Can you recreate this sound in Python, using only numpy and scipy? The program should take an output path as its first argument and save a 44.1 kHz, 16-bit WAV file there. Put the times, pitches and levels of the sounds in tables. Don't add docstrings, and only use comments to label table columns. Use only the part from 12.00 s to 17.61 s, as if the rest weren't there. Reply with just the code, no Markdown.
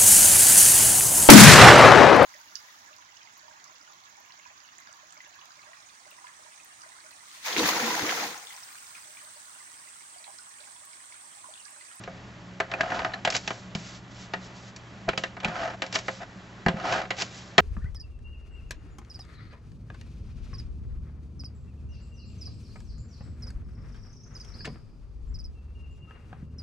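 import sys
import numpy as np
from scipy import signal
from scipy.fft import rfft, irfft
from scipy.io import wavfile
from scipy.ndimage import uniform_filter1d

SR = 44100
rng = np.random.default_rng(int(sys.argv[2]) if len(sys.argv) > 2 else 0)


def write(x):
    x = np.atleast_2d(x).T
    wavfile.write(sys.argv[1], SR, np.round(np.clip(x, -1, 1) * 32767).astype(np.int16))


N = 247205
T = np.arange(N) / SR
FREQ = np.maximum(np.fft.rfftfreq(2 * N, 1 / SR), 1)
# frequency in Hz, gain in dB.
GROWL_COLOUR = [(120, 2.5), (300, 3), (440, -7.5), (650, 0.5), (920, 2), (1500, 4), (2300, -8),
                (3200, -17.5), (6000, -42)]


def undb(db):
    return 10 ** (np.asarray(db) / 20)


def unit(x):
    return x / np.sqrt(np.mean(x ** 2))


def fade(t, t60):
    return np.exp(-np.log(1000) * t / t60)


def add(out, start_s, sound):
    i = int(start_s * SR)
    out[i:i + len(sound)] += sound[:N - i]


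def colour(x, points):
    hz, db = np.transpose(points)
    gain = undb(np.interp(np.log(FREQ), np.log(hz), db))
    return irfft(rfft(x, 2 * N) * gain)[:N]


def band(x, lo_hz, hi_hz, order=3):
    return signal.sosfilt(signal.butter(order, [lo_hz, hi_hz], 'band', fs=SR, output='sos'), x)


def wander(rate_hz):
    hold = int(SR / rate_hz)
    steps = np.repeat(rng.standard_normal(N // hold + 2), hold)
    return unit(uniform_filter1d(steps, hold)[:N])


def grains(per_s, spread_db):
    snaps = (rng.random(N) < per_s / SR) * rng.choice([-1, 1], N)
    return unit(snaps * undb(spread_db * np.clip(rng.standard_normal(N), -2, 2)))


def swells(rows):
    return sum(undb(db) * np.exp(np.minimum((T - peak) / rise, (peak - T) / fall))
               for peak, rise, fall, db in rows)


def pushes(rows, edge_s, roundness=1.3):
    gain = np.zeros(N)
    for start, peak, end, db, sag_db in rows:
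        from_peak = np.interp(T, [start, peak, end], [1, 0, 1])
        gain += undb(db - sag_db * from_peak ** roundness) * ((T > start) & (T < end))
    return np.abs(uniform_filter1d(gain, int(edge_s * SR)))


def room_tone(air_db=-46.6, waver_hz=0.61):
    # frequency in Hz, rms level in dB.
    hum_tones = [(75.4, -66), (118.4, -51.5), (183.0, -57.5)]
    # frequency in Hz, gain in dB.
    air_colour = [(15, -56), (25, -12), (122, -7), (148, -14), (188, 1.5), (228, -12.5), (270, -11.5),
                  (426, -15.5), (504, -21.5), (555, -13.5), (796, -17.5), (1890, -20.5), (2080, -23),
                  (5570, -32), (7800, -35), (10100, -51.5), (17200, -120)]
    hum = np.zeros(N)
    for hz, db in hum_tones:
        amplitude = np.sqrt(2) * undb(db + 0.31 * wander(6.6))
        cycles = np.cumsum(hz + waver_hz * wander(10)) / SR
        hum += amplitude * np.sin(2 * np.pi * cycles)
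    drift = undb(.7 * wander(4.2))
    air = unit(colour(rng.standard_normal(N), air_colour))
    return hum + air * undb(air_db) * drift


def shell(x, direct):
    # frequency in Hz, width in Hz, gain in dB.
    resonances = [(409.3, 29, 1), (533.4, 11.7, 9), (572, 6.8, -0.5), (664.8, 38.4, 13), (723.3, 40, 9),
                  (866, 11, -2), (1023.5, 49, -6), (1272, 117, -5), (1482, 76, -10.5), (1630, 190, -10.5),
                  (1860, 210, -7.5), (2400, 720, -2), (2848, 300, -2.5), (4430, 2200, -7),
                  (5740, 40, -29.5)]
    return direct * x + sum(undb(db) * signal.lfilter(*signal.iirpeak(hz, hz / width, fs=SR), x)
                            for hz, width, db in resonances)


def clacks(snap=7, build_s=0.001304, crack_t60=0.047, tail_t60=0.25, tail_db=-17.0, contact_slope=6.25):
    # start in seconds, level in dB, contact corner in Hz
    blows = [(0.036, -41.5, 3000), (0.0745, -28, 1100), (0.5998, -17, 1830), (0.714, -28.5, 2200),
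             (0.7367, -25.5, 1790), (0.8066, -20.5, 2250), (0.831, -22, 1195), (0.9177, -21.5, 1260),
             (0.9904, -23.5, 1780), (1.046, -18.5, 1660), (1.1379, -33.5, 2400), (1.2482, -19.5, 2670),
             (1.2735, -20.5, 2000), (1.3009, -32.5, 4860), (1.3222, -33, 3420), (1.3478, -29, 3450),
             (1.3637, -34, 5500), (1.475, -27.5, 3370), (1.5042, -25, 2000), (1.7489, -32, 3530),
             (2.3348, -23.5, 2120), (2.761, -47.5, 4900), (3.0873, -21, 2254), (3.1318, -29.5, 1300),
             (3.175, -25.5, 3320), (3.2354, -24, 2400), (3.3662, -32.5, 1560), (3.4008, -38.5, 2600),
             (3.431, -32.5, 1870), (3.4453, -23.5, 2470), (3.481, -29.5, 2000), (3.675, -30.5, 1820),
             (3.819, -25, 2780), (3.8374, -33.5, 2000), (3.8627, -44, 4000), (3.925, -37, 4200),
             (3.9553, -24, 3600), (4.081, -21.5, 1850), (4.6614, -14, 1440), (4.6823, -18.5, 2070),
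             (4.923, -29.5, 3070), (5.052, -35.5, 1710), (5.1043, -23.5, 2503), (5.2189, -29, 4000),
             (5.5792, -4, 2160)]
    # lower and upper edge in Hz, gain in dB, relative ring time.
    ranges = [(60, 303, -20.5, 1.8), (416, 896, -9, 0.82), (894, 1816, -8, 1.08), (2000, 4150, -2.5, 0.82),
              (4000, 8500, 8, 0.66)]
    out, t = np.zeros(N), T[:SR // 4]
    since_peak = np.maximum(t - build_s, 0)
    tail = undb(tail_db) * fade(since_peak, tail_t60)
    for start, db, corner_hz in blows:
        chatter = rng.standard_normal(len(t)) * np.minimum(t / build_s, 1)
        for lo_hz, hi_hz, range_db, hold in ranges:
            push = chatter * (fade(since_peak, crack_t60 * hold) + tail)
            push[int(build_s * SR)] += snap
            ring = band(shell(push, direct=0.21), lo_hz, hi_hz)
            ring /= np.std(ring[:SR // 60])
            centre_hz = np.sqrt(lo_hz * hi_hz)
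            contact = 1 / np.sqrt(1 + (centre_hz / corner_hz) ** contact_slope)
            add(out, start, ring * contact * undb(db + range_db))
    return out


def reel(tooth_hz=85, catch_decay_teeth=0.35, tick_db=-13.5, tick_growth=0.29):
    # start, hardest moment and end in seconds, level in dB, sag at both ends in dB.
    strokes = [(0.7, 0.96, 1.203, -31, 13.5), (3.44, 3.62, 3.755, -31, 9), (4.2, 4.222, 4.255, -35, 15),
               (4.76, 4.94, 5.06, -24.5, 15)]
    force = pushes(strokes, edge_s=.02)
    effort = force / force.max()
    unevenness = np.exp(.35 * wander(60))
    teeth_passed = np.cumsum(tooth_hz * (.5 + 0.49 * np.sqrt(effort)) * unevenness) / SR
    kick = rng.random(N // 100)[teeth_passed.astype(int)] ** 2
    catch = 1 + 2.0 * kick * np.exp(-(teeth_passed % 1) / catch_decay_teeth)
    rattle = shell(grains(7000, spread_db=3) * catch, direct=0.34)
    growl = unit(colour(rattle, GROWL_COLOUR))
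    ticks = unit(band(rattle, 2690, 7430, order=2)) * undb(tick_db) * effort ** tick_growth
    return force * (growl + ticks)


def pings(t60=0.04, upper_ratio=1.069):
    # start in seconds, lower mode in Hz, level in dB.
    rings = [(0.738, 2430, -22), (0.808, 1655, -15), (1.136, 4050, -29.5), (1.138, 1744, -26.5),
             (2.337, 1810, -21.5), (3.131, 2400, -32.5), (3.237, 1830, -24.5), (3.446, 2425, -21.5),
             (5.106, 2110, -24.5)]
    out, t = np.zeros(N), T[:SR // 8]
    for start, hz, db in rings:
        lower = np.sin(2 * np.pi * hz * t)
        upper = .5 * np.sin(2 * np.pi * hz * upper_ratio * t + rng.uniform(0, 2 * np.pi))
        add(out, start, undb(db) * (lower + upper) * fade(t, t60))
    return out


def skids():
    # peak time, rise and fall in seconds, level in dB.
    tip_skids = [(0.809, 0.0081, 0.0018, -25.5), (0.921, 0.004, 0.0064, -25),
                 (1.276, 0.0029, 0.0035, -24.5), (3.091, 0.0042, 0.0036, -14), (3.449, 0.011, 0.019, -28.5),
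                 (4.686, 0.0071, 0.001, -27)]
    croak = shell(grains(7300, spread_db=2), direct=0.17)
    return swells(tip_skids) * unit(colour(croak, GROWL_COLOUR))


def tape(snaps_per_s=2500):
    # peak time, rise and fall in seconds, level in dB.
    peels = [(1.355, 0.011, 0.012, -22), (3.955, 0.012, 0.01, -23.5), (3.99, 0.0054, 0.0068, -30.5),
             (5.189, 0.014, 0.043, -31), (5.22, 0.014, 0.0038, -31)]
    # frequency in Hz, gain in dB.
    peel_colour = [(200, -5.5), (700, -1), (1600, -2), (3000, -3), (5500, -2.5), (7500, -7.5)]
    crackle = grains(snaps_per_s, spread_db=6) + .6 * rng.standard_normal(N)
    return swells(peels) * unit(colour(crackle, peel_colour))


def card(gain_db=2.5):
    # start, turning point and end in seconds,
    # relative level in dB, sag at both ends in dB (negative makes the ends louder).
    slides = [(1.37, 1.48, 1.69, -46.5, 12.5), (1.77, 1.88, 1.99, -46, 3.5), (2.1, 2.22, 2.287, -47, 12),
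              (2.36, 2.44, 2.57, -48, 36), (2.55, 2.61, 2.7, -55.5, -7), (3.17, 3.185, 3.3, -55, 9),
              (3.97, 4.14, 4.22, -46, 12), (5.23, 5.35, 5.62, -45, 25)]
    # frequency in Hz, gain in dB.
    card_colour = [(200, -18), (600, 0), (1000, -3.5), (1700, -2), (2800, -2), (5000, 0.5), (7500, -3)]
    fibres = grains(9000, spread_db=4) * undb(.8 * wander(70))
    return unit(colour(fibres, card_colour)) * pushes(slides, edge_s=0.038) * undb(gain_db)


def table_thuds(detune=0.021):
    # start in seconds, level in dB, lowest mode's extra gain in dB.
    presses = [(1.478, -40.5, -11), (1.753, -28.5, -24), (3.08, -32, 16.5), (3.177, -35, -18),
               (3.455, -29.5, -22), (3.483, -30, -20), (4.081, -48, -24), (4.664, -17, -32),
               (4.686, -21.5, -14), (4.742, -27, -34), (5.582, -19.5, -19)]
    # frequency in Hz, gain in dB, time to fall 60 dB in seconds.
    modes = [(54.6, -14.5, 0.093), (101, -11.5, 0.064), (167.8, 0, 0.18), (204.7, -1.5, 0.2),
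             (371, -12, 0.14)]
    out, t = np.zeros(N), T[:SR // 2]
    for start, db, lowest_db in presses:
        for k, (hz, mode_db, t60) in enumerate(modes):
            ring_hz = hz * (1 + detune * rng.standard_normal())
            ring = np.sin(2 * np.pi * ring_hz * t) * fade(t, t60)
            add(out, start, ring * undb(db + mode_db + lowest_db * (k == 0)))
    return out


def reflections(x, t60, gap_s):
    t = T[:SR // 2]
    echoes = rng.standard_normal(len(t)) * fade(t, t60) * (t > gap_s)
    return signal.fftconvolve(x, echoes / np.linalg.norm(echoes))[:N]


def scene(room_db=-19, pan_db=-0.14, draught_db=-65):
    # frequency in Hz, side level relative to mid in dB.
    width = [(60, -30), (150, -30), (300, -7), (600, -11), (1300, -3), (2700, -7.5), (3500, 1), (4400, -37)]
    near = clacks() + skids() + pings() + table_thuds() + reel() + card() + tape()
    mid = near + undb(room_db) * reflections(near, t60=0.3, gap_s=0.0034) + room_tone()
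    side = colour(reflections(mid, t60=0.02, gap_s=0.00021), width)
    side += undb(draught_db) * unit(band(rng.standard_normal(N), 20, 100))
    return np.array([(mid + side) * undb(pan_db / 2), (mid - side) * undb(-pan_db / 2)])


def record(dry):
    ceiling, bass_hz, soften_hz, top_hz = .85, 30, 7600, 7850
    rounded = ceiling * np.tanh(dry / ceiling)
    thinned = signal.sosfilt(signal.butter(2, bass_hz, 'high', fs=SR, output='sos'), rounded)
    softened = signal.sosfilt(signal.butter(16, soften_hz, fs=SR, output='sos'), thinned)
    return signal.sosfilt(signal.ellip(10, .3, 70, top_hz, fs=SR, output='sos'), softened)


dry = scene()
out = record(dry)
write(out)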